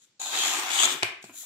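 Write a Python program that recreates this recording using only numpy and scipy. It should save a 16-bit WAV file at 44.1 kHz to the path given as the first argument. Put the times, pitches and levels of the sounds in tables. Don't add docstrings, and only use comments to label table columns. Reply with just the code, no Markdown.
import sys
import numpy as np
from scipy import signal
from scipy.fft import rfft, irfft, next_fast_len
from scipy.io import wavfile
from scipy.ndimage import map_coordinates

SR = 44100
rng = np.random.default_rng(int(sys.argv[2]) if len(sys.argv) > 2 else 0)


def materialize(psi):
    bounded = np.clip(np.atleast_2d(psi).T, -1, 1)
    quanta = np.round(bounded * 32767).astype(np.int16)
    wavfile.write(sys.argv[1], SR, quanta)


N = 63945
TIME = np.arange(N) / SR

# frequency in Hz, relative level in dB.
BACKGROUND_COLOUR = [(25, -12), (60, -15), (120, 0), (350, 0.5), (600, -10), (1100, -10.5), (3500, -8),
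                     (7500, -8), (10000, -36), (16000, -45)]
BACKGROUND_DB = -71.5

# frequency in Hz, t60 in seconds.
ROOM_T60 = [(100, .42), (400, .48), (1000, .44), (2400, .46), (4000, .38), (8000, .3), (15000, .21)]
# frequency in Hz, level in dB.
ROOM_LEVEL = [(100, -8), (350, -3.5), (750, -6.5), (1100, -1), (2300, 2), (4000, -3.5), (8000, -8),
              (11000, -0.5), (15000, 6)]
# time in seconds, lag of the left channel in ms.
LEFT_LAG_MS = [(.55, 0.097), (.75, 0.27), (1.05, 0.248), (1.35, 0.085)]
ROOM_DELAY_S, DIRECT_DB = 0.011, 1.0
TABLE_T60_S, TABLE_DB, TABLE_ABOVE_HZ = 0.027, -2, 1140
LEAN_BASS_DB, LEAN_TREBLE_DB, LEAN_SPLIT_HZ = 0.77, 2.5, 1700
SIDE_SHARE, SIDE_ABOVE_HZ = 0.8, 1370

# start, length, attack and release in seconds, level in dB, low-pass corner in Hz.
SLIDES_AND_RUSTLE = [(-.02, 0.068, 0.046, 0.0092, -59, 7200), (1.212, 0.092, 0.015, 0.02, -62, 17000),
                     (1.32, 0.1, 0.057, .045, -44.5, 17200)]
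# frequency in Hz, relative level in dB.
HISS_COLOUR = [(100, -54), (500, -33), (1000, -23), (1500, -13.5), (2700, -19), (3500, -3.5), (5000, -14.5),
               (6900, 0.5), (8500, -6), (10000, -8), (15500, -13)]

# start in seconds, level in dB, mean pitch in Hz, attack in seconds, t60 in seconds.
PUFFS = [(.86, -56, 165, 0.0099, 0.2), (.925, -54, 158, 0.032, 0.1), (1.025, -39.5, 108, 0.0022, 0.16),
         (1.2406, -45.5, 211.2, 0.002, 0.057), (1.241, -62.5, 115, 0.007, 0.49),
         (1.284, -49.5, 270.6, 0.016, 0.1)]

# starting frequency in Hz, width in Hz, level in dB.
AFTER_RING_MODES = [(1170, 45, -53), (1623, 53, -56.5), (2400, 520, -47.5)]
AFTER_RING_START_S, AFTER_RING_ATTACK_S, AFTER_RING_T60_S = 1.052, 0.025, 0.34
AFTER_RING_SAG_PER_S = 0.31

# start in seconds, relative level in dB, low-pass corner in Hz, high-pass corner in Hz, t60 in seconds.
FLAPS = [(1.0254, 6, 3340, 910, 0.067), (1.031, 10, 4440, 370, 0.017), (1.0313, 13, 11500, 6700, 0.0039),
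         (1.2265, -14, 9500, 4670, 0.025), (1.2412, -8, 1020, 150, 0.03), (1.2415, -11, 15200, 3540, 0.11),
         (1.295, -13, 1730, 453, 0.092), (1.342, -22.5, 2200, 169, 0.025), (1.433, -19, 1420, 610, 0.14)]
# frequency in Hz, relative level in dB, t60 in seconds.
KNOCK_MODES = [(396, -34.5, 0.038), (696, -29.5, 0.02), (2410, -29, 0.022)]
# frequency in Hz, relative level in dB.
CRINKLE_COLOUR = [(40, -24), (210, -14), (385, 0.5), (530, -8), (720, 0.5), (930, 3), (1300, 0.5),
                  (1600, 1), (1950, -3), (2450, 4), (3200, 0.5), (4100, -3.5), (5600, -7), (7700, -2.5),
                  (9200, -16.5), (15000, -33)]

# frequency in Hz, relative level in dB.
FIBRE_COLOUR = [(200, -88), (1400, -22), (2500, -4.5), (3400, 4), (4600, -5), (5600, -2.5), (6900, 0),
                (8300, -2.5), (9500, -11.5), (12000, -14), (15500, -21.5)]
SHORT_CUT_RASP_COLOUR = [(60, -85), (180, -28), (260, -5.5), (450, -12.5), (580, -3.5), (780, 4.5),
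                         (1000, 2), (1250, -14), (1560, 3.5), (1880, -12.5), (2450, -1), (3150, -18),
                         (3700, -6), (4400, -15), (12000, -20)]
LONG_CUT_RASP_COLOUR = [(60, -80), (300, -7), (450, -12), (560, -9.5), (700, 0.5), (930, 1.5), (1250, 1),
                        (1520, -2), (1650, 2), (1950, -3), (2450, 0.5), (3100, -10), (4500, -11),
                        (12000, -41.5)]
FLUTTER_COLOUR = [(30, -51), (60, -46), (110, -39), (180, -20.5), (270, -2.5), (360, 2), (450, -3.5),
                  (600, -12), (1200, -44), (6000, -63)]
# time in seconds, level in dB.
FIBRE_LEVEL = [(0.195, -47.5), (0.213, -38.5), (0.309, -34.5), (0.399, -24.5), (0.693, -40), (0.713, -31.5),
               (0.855, -22.5), (0.865, -39), (0.923, -31), (0.951, -43), (1.02, -56.5)]
RASP_LEVEL = [(0.195, -52.5), (0.215, -44), (0.321, -41.5), (0.336, -31.5), (0.393, -41.5), (0.441, -34.5),
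              (0.679, -37), (0.827, -32.5), (0.839, -29), (1.02, -55)]
FLUTTER_LEVEL = [(0.195, -68), (0.271, -67.5), (0.409, -48.5), (0.525, -56), (0.569, -47.5), (0.755, -69),
                 (0.777, -61), (0.857, -43.5), (0.921, -48), (0.954, -43), (1.005, -74)]
# time in seconds, frequency in Hz.
RING_PITCH = [(0.19, 3910), (0.576, 3050), (0.632, 3150), (0.672, 3330), (0.86, 3470)]
# frequency in Hz, width in Hz, relative level in dB.
UPPER_MODES = [(6726, 360, -2), (7680, 570, -7.5)]
# time in seconds, level in dB.
UPPER_LEVEL = [(.2, 5), (.3, -2.5), (.39, -9.5), (.52, 1.5), (.72, -0.5), (.84, -0.5)]
# time in seconds, level of the ring against the snaps in dB.
TAUTNESS = [(.2, 8), (.32, 6.5), (.395, 6.5), (.46, 3), (.62, -17), (.69, -5), (.72, -4.5), (.852, 14.5),
            (.875, -7), (1.0, -16)]
# mean frequency in Hz, width in Hz, level against the rasp in dB.
SHEET_MODES = [(737, 51, -10.5), (1214, 104, -10)]
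# time in seconds, boost in dB.
SNAGS = [(.393, 2.2), (.803, 2.6), (.8305, 2.7), (.84, 1.8), (0.856, 4.1)]
SNAG_S = 0.0038
SNAPS_PER_S, SNAP_SPREAD_DB = 3000, 2.5
CATCH_HZ, CATCH_DB = 162, 2
FIBRE_TRIM_DB, RASP_TRIM_DB = -0.5, -0.5
RING_WIDTH_HZ = 345
WANDER_SHARE, WANDER_HZ = 0.033, 14.5
FILL_START_S, FILL_END_S, RELEASE_S = 0.308, 0.338, 0.042

CUTOFF_HZ = 15600


def from_db(db):
    return 10 ** (np.asarray(db) / 20)


def rms_one(x):
    return x / np.sqrt(np.mean(x ** 2) + 1e-20)


def in_time(points):
    seconds, value = np.transpose(points)
    return np.interp(TIME, seconds, value)


def at_hz(points, hz):
    table_hz, value = np.transpose(points)
    return np.interp(np.log(hz + 1e-9), np.log(table_hz), value)


def colour(x, spectrum):
    size = 2 * next_fast_len(N)
    hz = np.arange(size // 2 + 1) * SR / size
    cepstrum = irfft(np.log(from_db(at_hz(spectrum, hz))))
    cepstrum[1:size // 2] *= 2
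    cepstrum[size // 2 + 1:] = 0
    response = np.exp(rfft(cepstrum))
    return irfft(rfft(x, size) * response)[..., :N]


def butter(x, hz, kind):
    sos = signal.butter(2, np.clip(hz, 10, SR * .45), kind, fs=SR, output="sos")
    return signal.sosfilt(sos, x + 1e-18)


def drift(hz):
    return rms_one(butter(rng.standard_normal(2 * N), hz, "low")[N:])


def wandering(hz):
    return hz * (1 + WANDER_SHARE * drift(WANDER_HZ))


def resonate(x, hz, width_hz):
    turn = np.exp(2j * np.pi * np.cumsum(hz) / SR)
    pole = np.exp(-np.pi * width_hz / SR)
    smooth = signal.lfilter([1 - pole], [1, -pole], x / turn)
    return rms_one((smooth * turn).real)


def swell(start_s, attack_s, t60_s):
    rise = np.clip((TIME - start_s) / attack_s, 0, 1)
    return rise * from_db(-60 * np.maximum(TIME - start_s - attack_s, 0) / t60_s)


def stereo_noise(alike_below_hz=1300):
    mid, side = rng.standard_normal((2, N))
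    side = signal.lfilter(*signal.butter(1, alike_below_hz, "high", fs=SR), side)
    return (mid + side * np.array([[1], [-1]])) / np.sqrt(2)


def stereo_snaps(per_s, spread_db):
    sizes = from_db(spread_db * np.minimum(rng.exponential(1, N), 4))
    clicks = sizes * rng.choice([-1, 1], N) * (rng.random(N) < per_s / SR)
    side = SIDE_SHARE * butter(clicks * rng.choice([-1, 1], N), SIDE_ABOVE_HZ, "high")
    return rms_one(clicks + side * np.array([[1], [-1]]))


def background():
    return from_db(BACKGROUND_DB) * rms_one(colour(stereo_noise(), BACKGROUND_COLOUR))


def lean_left(x):
    bass = signal.lfilter(*signal.butter(1, LEAN_SPLIT_HZ, fs=SR), x)
    treble = x - bass
    sides = np.array([[1], [-1]])
    return bass * from_db(LEAN_BASS_DB * sides) + treble * from_db(LEAN_TREBLE_DB * sides)


def room_tail():
    edges_hz = 60 * 2 ** (np.arange(18) / 2)
    noises = [stereo_noise(), stereo_noise()]
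    tail = 0
    for k, (low_hz, high_hz) in enumerate(zip(edges_hz, edges_hz[1:])):
        hz = np.sqrt(low_hz * high_hz)
        decay = from_db(-60 * TIME / at_hz(ROOM_T60, hz)) * (TIME > ROOM_DELAY_S)
        band = butter(noises[k % 2], [low_hz, high_hz], "band")
        tail = tail + from_db(at_hz(ROOM_LEVEL, hz)) * band * decay / np.linalg.norm(decay)
    return tail


def table_scatter():
    decay = from_db(-60 * TIME / TABLE_T60_S)
    burst = butter(stereo_noise() * decay, TABLE_ABOVE_HZ, "high")
    return from_db(TABLE_DB) * burst / np.linalg.norm(decay)


def room(x):
    response = room_tail() + table_scatter()
    lag_samples = in_time(LEFT_LAG_MS) * SR / 1000
    left = map_coordinates(x[0], [np.arange(N) - lag_samples], order=3)
    direct = from_db(DIRECT_DB) * np.array([left, x[1]])
    return lean_left(direct + signal.fftconvolve(x, response, axes=1)[:, :N])


def slides_and_rustle(uneven_db=0.3, uneven_hz=78):
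    grains = rms_one(colour(stereo_snaps(per_s=7300, spread_db=3.0), HISS_COLOUR))
    hiss = from_db(uneven_db * drift(uneven_hz)) * grains
    out = 0
    for start_s, length_s, attack_s, release_s, db, low_pass_hz in SLIDES_AND_RUSTLE:
        rise = np.clip((TIME - start_s) / attack_s, 0, 1)
        fall = np.exp(-np.maximum(TIME - start_s - length_s, 0) / release_s)
        out = out + from_db(db) * rise * fall * butter(hiss, low_pass_hz, "low")
    return out


def puffs(wobble_share=0.1227, wobble_hz=69):
    out = 0
    for start_s, db, mean_hz, attack_s, t60_s in PUFFS:
        hz = mean_hz * (1 + wobble_share * drift(wobble_hz))
        tone = np.sin(2 * np.pi * np.cumsum(hz) / SR)
        out = out + from_db(db) * swell(start_s, attack_s, t60_s) * tone
    return out


def after_ring():
    sag = np.exp(-AFTER_RING_SAG_PER_S * np.maximum(TIME - AFTER_RING_START_S, 0))
    out = 0
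    for hz, width_hz, db in AFTER_RING_MODES:
        ring = resonate(stereo_snaps(per_s=2700, spread_db=1.0), hz * sag, width_hz)
        ring = butter(ring, [hz - 2 * width_hz, hz + 2 * width_hz], "band")
        out = out + from_db(db) * rms_one(ring)
    return swell(AFTER_RING_START_S, AFTER_RING_ATTACK_S, AFTER_RING_T60_S) * out


def flaps(crinkle_db=-1, pulse_db=-8):
    crinkles, pulses = np.zeros((2, N)), np.zeros(N)
    for start_s, db, low_pass_hz, high_pass_hz, t60_s in FLAPS:

        def contact(x):
            return from_db(db) * butter(butter(x, low_pass_hz, "low"), high_pass_hz, "high")

        age = np.arange(N) - int(start_s * SR)
        decay = (age >= 0) * from_db(-60 * np.abs(age) / SR / t60_s)
        crinkles += contact(stereo_noise() * decay / np.linalg.norm(decay))
        pulses += contact(1.0 * (age == 0))
    knock = sum(from_db(db - 60 * TIME / t60_s) * np.sin(2 * np.pi * hz * TIME)
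                for hz, db, t60_s in KNOCK_MODES)
    rustle = colour(from_db(crinkle_db) * crinkles + from_db(pulse_db) * pulses, CRINKLE_COLOUR)
    return rustle + signal.fftconvolve(pulses, knock)[:N]


def cutting_edge(tear):
    upper = sum(from_db(db) * resonate(tear(), np.full(N, hz), width_hz)
                for hz, width_hz, db in UPPER_MODES)
    main = resonate(tear(), wandering(in_time(RING_PITCH)), RING_WIDTH_HZ)
    ring = main + from_db(in_time(UPPER_LEVEL)) * upper
    ring = rms_one(butter(ring, [1800, 11000], "band"))
    snaps = rms_one(colour(tear(), FIBRE_COLOUR))
    taut = from_db(in_time(TAUTNESS))
    mix = (snaps + taut * ring) / np.sqrt(1 + taut ** 2)
    return from_db(in_time(FIBRE_LEVEL) + FIBRE_TRIM_DB) * mix


def sheet_rasp(tear):
    full = np.interp(TIME, [FILL_START_S, FILL_END_S], [0, 1])
    short_cut = rms_one(colour(tear(), SHORT_CUT_RASP_COLOUR))
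    long_cut = rms_one(colour(tear(), LONG_CUT_RASP_COLOUR))
    rasp = np.sqrt(1 - full) * short_cut + np.sqrt(full) * long_cut
    modes = sum(from_db(db) * resonate(tear(), wandering(hz), width_hz)
                for hz, width_hz, db in SHEET_MODES)
    return from_db(in_time(RASP_LEVEL) + RASP_TRIM_DB) * rms_one(rasp + modes)


def sheet_flutter(tear):
    return from_db(in_time(FLUTTER_LEVEL)) * rms_one(colour(tear(), FLUTTER_COLOUR))


def cut():
    snag_db = sum(db * np.exp(-((TIME - s) / SNAG_S) ** 2) for s, db in SNAGS)
    catching = from_db(CATCH_DB * drift(CATCH_HZ) + snag_db)

    def tear():
        return catching * stereo_snaps(SNAPS_PER_S, SNAP_SPREAD_DB)

    start_s, end_s = FIBRE_LEVEL[0][0], FIBRE_LEVEL[-1][0]
    cutting = (TIME > start_s) * np.exp(-np.maximum(TIME - end_s, 0) / RELEASE_S)
    return cutting * (cutting_edge(tear) + sheet_rasp(tear) + sheet_flutter(tear))


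def scene(low_cut_hz=75):
    paper = cut() + flaps() + puffs() + slides_and_rustle() + after_ring()
    return room(butter(paper, low_cut_hz, "high")) + background()


def record(dry):
    steep = signal.ellip(10, .2, 80, CUTOFF_HZ, fs=SR, output="sos")
    return signal.sosfilt(steep, np.tanh(dry))


dry = scene()
out = record(dry)
materialize(out)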